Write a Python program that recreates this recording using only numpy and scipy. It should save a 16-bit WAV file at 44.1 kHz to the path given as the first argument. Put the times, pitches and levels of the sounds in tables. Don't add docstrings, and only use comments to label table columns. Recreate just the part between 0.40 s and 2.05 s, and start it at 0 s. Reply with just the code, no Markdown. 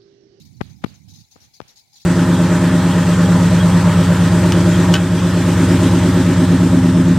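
import sys
import numpy as np
from scipy import signal
from scipy.fft import rfft, irfft
from scipy.io import wavfile
from scipy.ndimage import uniform_filter1d

SR = 44100
rng = np.random.default_rng(int(sys.argv[2]) if len(sys.argv) > 2 else 0)


def dump_mix(stems):
    frames = np.atleast_2d(stems).T
    limited = np.clip(frames, -1, 1)
    pcm = np.round(limited * 32767).astype(np.int16)
    wavfile.write(sys.argv[1], SR, pcm)


N = 72765
TIME = np.arange(N) / SR


def from_db(db):
    return 10 ** (np.asarray(db) / 20)


def noise(spectrum):
    hz, db = np.transpose(spectrum)
    bin_hz = np.arange(N // 2 + 1) * SR / N
    gain = from_db(np.interp(np.log(bin_hz + 1), np.log(hz), db))
    x = irfft(rfft(rng.standard_normal(N)) * gain, N)
    return x / x.std()


def flicker(rate):
    return np.interp(TIME * rate, np.arange(N), rng.standard_normal(N))


def cut(x, hz, kind):
    return signal.sosfilt(signal.butter(2, hz, kind, fs=SR, output="sos"), x + 1e-18)


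def band(x, hz, q):
    return signal.lfilter(*signal.iirpeak(hz, q, SR), x)


def burst(start, length, release_s, attack_s=0.005):
    attack = np.clip((TIME - start) / attack_s, 0, 1)
    return attack * np.exp(-np.maximum(TIME - start - length, 0) / release_s)


def patchy(x, depth_db=4.5):
    _, _, bands = signal.stft(x, SR, nperseg=512)
    swell = uniform_filter1d(rng.standard_normal(bands.shape), size=3, axis=-1)
    swell = uniform_filter1d(swell, size=3, axis=-2)
    mottled = signal.istft(bands * from_db(depth_db * swell / swell.std()), SR)[1][..., :N]
    return mottled * x.std() / mottled.std()


# (frequency [Hz], relative level [dB])
FIELD_COLOUR = [(30, -3), (85, 13), (200, -3), (380, 1), (560, -9), (830, 9), (1150, -10.5), (1700, -8.5),
                (2300, 4.5), (3200, -19.5), (6500, -6.5), (8000, -8.5), (16000, -10.5)]


def field(level_db=-65, right_db=-0.5):
    wash = np.array([noise(FIELD_COLOUR), from_db(right_db) * noise(FIELD_COLOUR)])
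    return from_db(level_db) * patchy(wash)


# (time [s], level [dB])
BIRD_CALLS = [(.138, -60), (0.48, -58), (0.807, -57.5), (1.143, -56), (1.468, -65.5)]


def bird(fall_hz=(4580, 4470), rise_hz=(3770, 4360), note_s=0.022, spacing_s=0.03):
    out = np.zeros(N)
    for onset, db in BIRD_CALLS:
        for start, (from_hz, to_hz) in ((onset, fall_hz), (onset + spacing_s, rise_hz)):
            progress = np.clip((TIME - start) / note_s, 0, 1)
            hz = from_hz + (to_hz - from_hz) * progress + 40 * flicker(rate=360)
            whistle = np.sin(2 * np.pi * np.cumsum(hz) / SR)
            out += from_db(db) * np.sin(np.pi * progress) * whistle
    return out


# (time [s], length [s], level [dB])
RUSTLE_CUES = [(0.204, 0.1, -57.5), (0.417, 0.13, -55.5), (.68, 0.016, -77), (0.957, 0.096, -60),
               (1.218, 0.098, -57.5)]
# (frequency [Hz], relative level [dB])
RUSTLE_COLOUR = [(200, -1), (600, -1.5), (1100, -5.5), (2000, -3.5), (3500, -3.5), (6000, -14),
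                 (16000, -30.5)]


def rustles(left_db=-2.5, release_s=0.03):
    envelope = sum(from_db(db) * burst(start, length, release_s) for start, length, db in RUSTLE_CUES)
    return envelope * np.array([from_db(left_db) * noise(RUSTLE_COLOUR), noise(RUSTLE_COLOUR)])


# (time [s], level [dB])
GUST_CURVE = [(0, -39), (.10, -42.5), (.21, -39), (.29, -39), (.34, -40.5), (.43, -42.5), (.52, -39.5),
              (.58, -49), (.66, -42.5), (.73, -40), (.81, -43.5), (.86, -63.5), (1.05, -53), (1.16, -64),
              (1.24, -57), (1.35, -65.5), (1.65, -62)]
# (frequency [Hz], relative level [dB])
WIND_COLOUR = [(25, -41), (50, -22.5), (85, 6), (150, 4.5), (230, -3.5), (330, -14.5), (480, -35.5),
               (900, -47), (3000, -67.5)]


def wind(left_db=-20):
    gust = from_db(np.interp(TIME, *np.transpose(GUST_CURVE)))
    return gust * np.array([from_db(left_db) * noise(WIND_COLOUR), noise(WIND_COLOUR)])


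# (time [s], level [dB], swing [ms], edge [ms], crackle relative to the contact [dB])
TAP_CONTACTS = [(0.2084, -18, 1.04, 0.2, -27), (0.2097, -27.5, 1.9, 0.37, -5.5),
                (0.2123, -11, 0.17, 0.046, -38), (.2135, -7, 2.2, 0.23, -27.5),
                (0.216, -12.5, 0.26, 0.25, -20), (.2196, -37, 0.12, 0.13, 2), (0.4403, -20, 1.2, 0.36, -30),
                (0.4414, -17.5, 1.4, 0.029, -1), (0.4453, -15, 0.37, 0.027, -11.5),
                (0.4459, 0, 1.46, 0.79, -33.5), (.4600, -31, 0.34, 0.087, -12),
                (0.4643, -23, 1.9, 0.39, -19), (0.9596, -33.5, 0.94, 0.44, -17),
                (0.9637, -35.5, 0.92, 0.091, -28), (1.2028, -20.5, 0.097, 0.06, -16),
                (1.2040, -15, 0.77, 0.14, -42), (1.2156, -25.5, 0.11, 0.042, -27),
                (1.2177, -29, 0.47, 0.33, -39), (1.2191, -21.5, 2.8, 2.7, -40)]
# (frequency [Hz], relative level [dB])
CRACKLE_COLOUR = [(150, -12.5), (600, 9.5), (1000, 1.5), (2300, 6), (4200, -7.5), (7000, -23), (10000, -19),
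                  (16000, -35)]
# (frequency [Hz], Q, gain relative to the direct knock [dB])
CASING_MODES = [(850, 10, -8.5), (1230, 5.5, 0.5), (2350, 26, -4.5)]


def taps(crackle_s=0.0014, port_hz=77, port_q=0.57, knock_bleed_db=-32, crackle_bleed_db=-12.5):
    push, crackle_envelope = np.zeros(N), np.zeros(N)
    for time, db, swing_ms, edge_ms, crackle_db in TAP_CONTACTS:
        ms = (TIME - time) * 1000
        push += from_db(db) * np.tanh(ms / edge_ms) * np.exp(-(ms / swing_ms) ** 2)
        crackle_envelope += from_db(db + crackle_db) * np.exp(-np.abs(TIME - time) / crackle_s)
    pressure = cut(push + crackle_envelope * noise(CRACKLE_COLOUR), 61, "high")
    omega = 2 * np.pi * port_hz
    port = signal.bilinear([1, 0, 0], [1, omega / port_q, omega ** 2], SR)
    knock = signal.lfilter(*port, pressure)
    left = knock + sum(from_db(db) * band(knock, hz, q) for hz, q, db in CASING_MODES)
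    bleed = from_db(knock_bleed_db) * left
    bleed += from_db(crackle_bleed_db) * crackle_envelope * noise(CRACKLE_COLOUR)
    right = cut(cut(bleed, 359, "high"), 4030, "low")
    return np.array([left, right])


def spatter(drops_per_s=260, drop_db=-7, spread_db=2.6, decay_s=0.0002):
    sizes = from_db(drop_db + spread_db * np.minimum(rng.exponential(1, N), 3))
    hits = sizes * (rng.random(N) < drops_per_s / SR)
    return 1 + signal.lfilter([1], [1, -np.exp(-1 / (decay_s * SR))], hits)


# (frequency [Hz], relative level [dB])
SPRAY_COLOUR_LEFT = [(400, -29), (1400, -25), (3200, -12.5), (3900, -3), (5200, -1), (6700, 1),
                     (7800, -15.5), (11000, -13), (16000, -17.5)]
# (frequency [Hz], relative level [dB])
SPRAY_COLOUR_RIGHT = [(400, -23), (1400, -20.5), (3200, -8), (3900, 3), (5000, -3), (5600, -23),
                      (8000, -21.5), (12000, -15), (16000, -21)]


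def spray(right_db=-4.5):
    return np.array([noise(SPRAY_COLOUR_LEFT), from_db(right_db) * noise(SPRAY_COLOUR_RIGHT)])


# (time [s], length [s], level [dB], extra trim on the right [dB], accent [Hz])
SPURT_CUES = [(-.005, 0.028, -52.5, 3.5, 5300), (0.048, 0.017, -53, -3, 5900),
              (0.217, 0.03, -57.5, 10.5, 4600), (0.293, 0.016, -54.5, -12, 6070),
              (.455, 0.04, -59.5, 12.5, 4840), (.495, 0.013, -68.5, 13, 3770),
              (0.538, 0.022, -56, -2, 6350), (0.681, .032, -51, 2, 5500), (0.735, 0.029, -49, 1, 4900),
              (.783, 0.031, -52, 0.5, 6160), (.908, 0.023, -50.5, -0.5, 4630),
              (1, 0.051, -52.5, -0.5, 5600), (1.134, 0.033, -50, -1, 4860),
              (1.276, 0.026, -50.5, 0.5, 5570), (1.356, 0.039, -50, 1, 4690),
              (1.527, 0.014, -51.5, -0.5, 6170), (1.554, 0.029, -50, 3.5, 4100),
              (1.596, 0.029, -50.5, 2.5, 4320)]


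def sprinkler(mist_db=-62, accent_db=-6, accent_q=6.1, release_s=0.022):
    water = from_db(mist_db) * spray()
    jets = [spray(), spray()]
    for k, (start, length, db, trim_db, accent_hz) in enumerate(SPURT_CUES):
        jet = jets[k % 2]
        accented = jet + from_db(accent_db) * band(jet, accent_hz, accent_q)
        stereo_gain = from_db([[db], [db + trim_db]])
        water += stereo_gain * burst(start, length, release_s) * accented
    return patchy(water) * spatter()


def scene():
    return taps() + sprinkler() + rustles() + wind() + field() + bird()


def record(dry, cutoff_hz=15900):
    return signal.sosfilt(signal.ellip(12, 0.1, 80, cutoff_hz, fs=SR, output="sos"), dry)


dry = scene()
out = record(dry)
dump_mix(out)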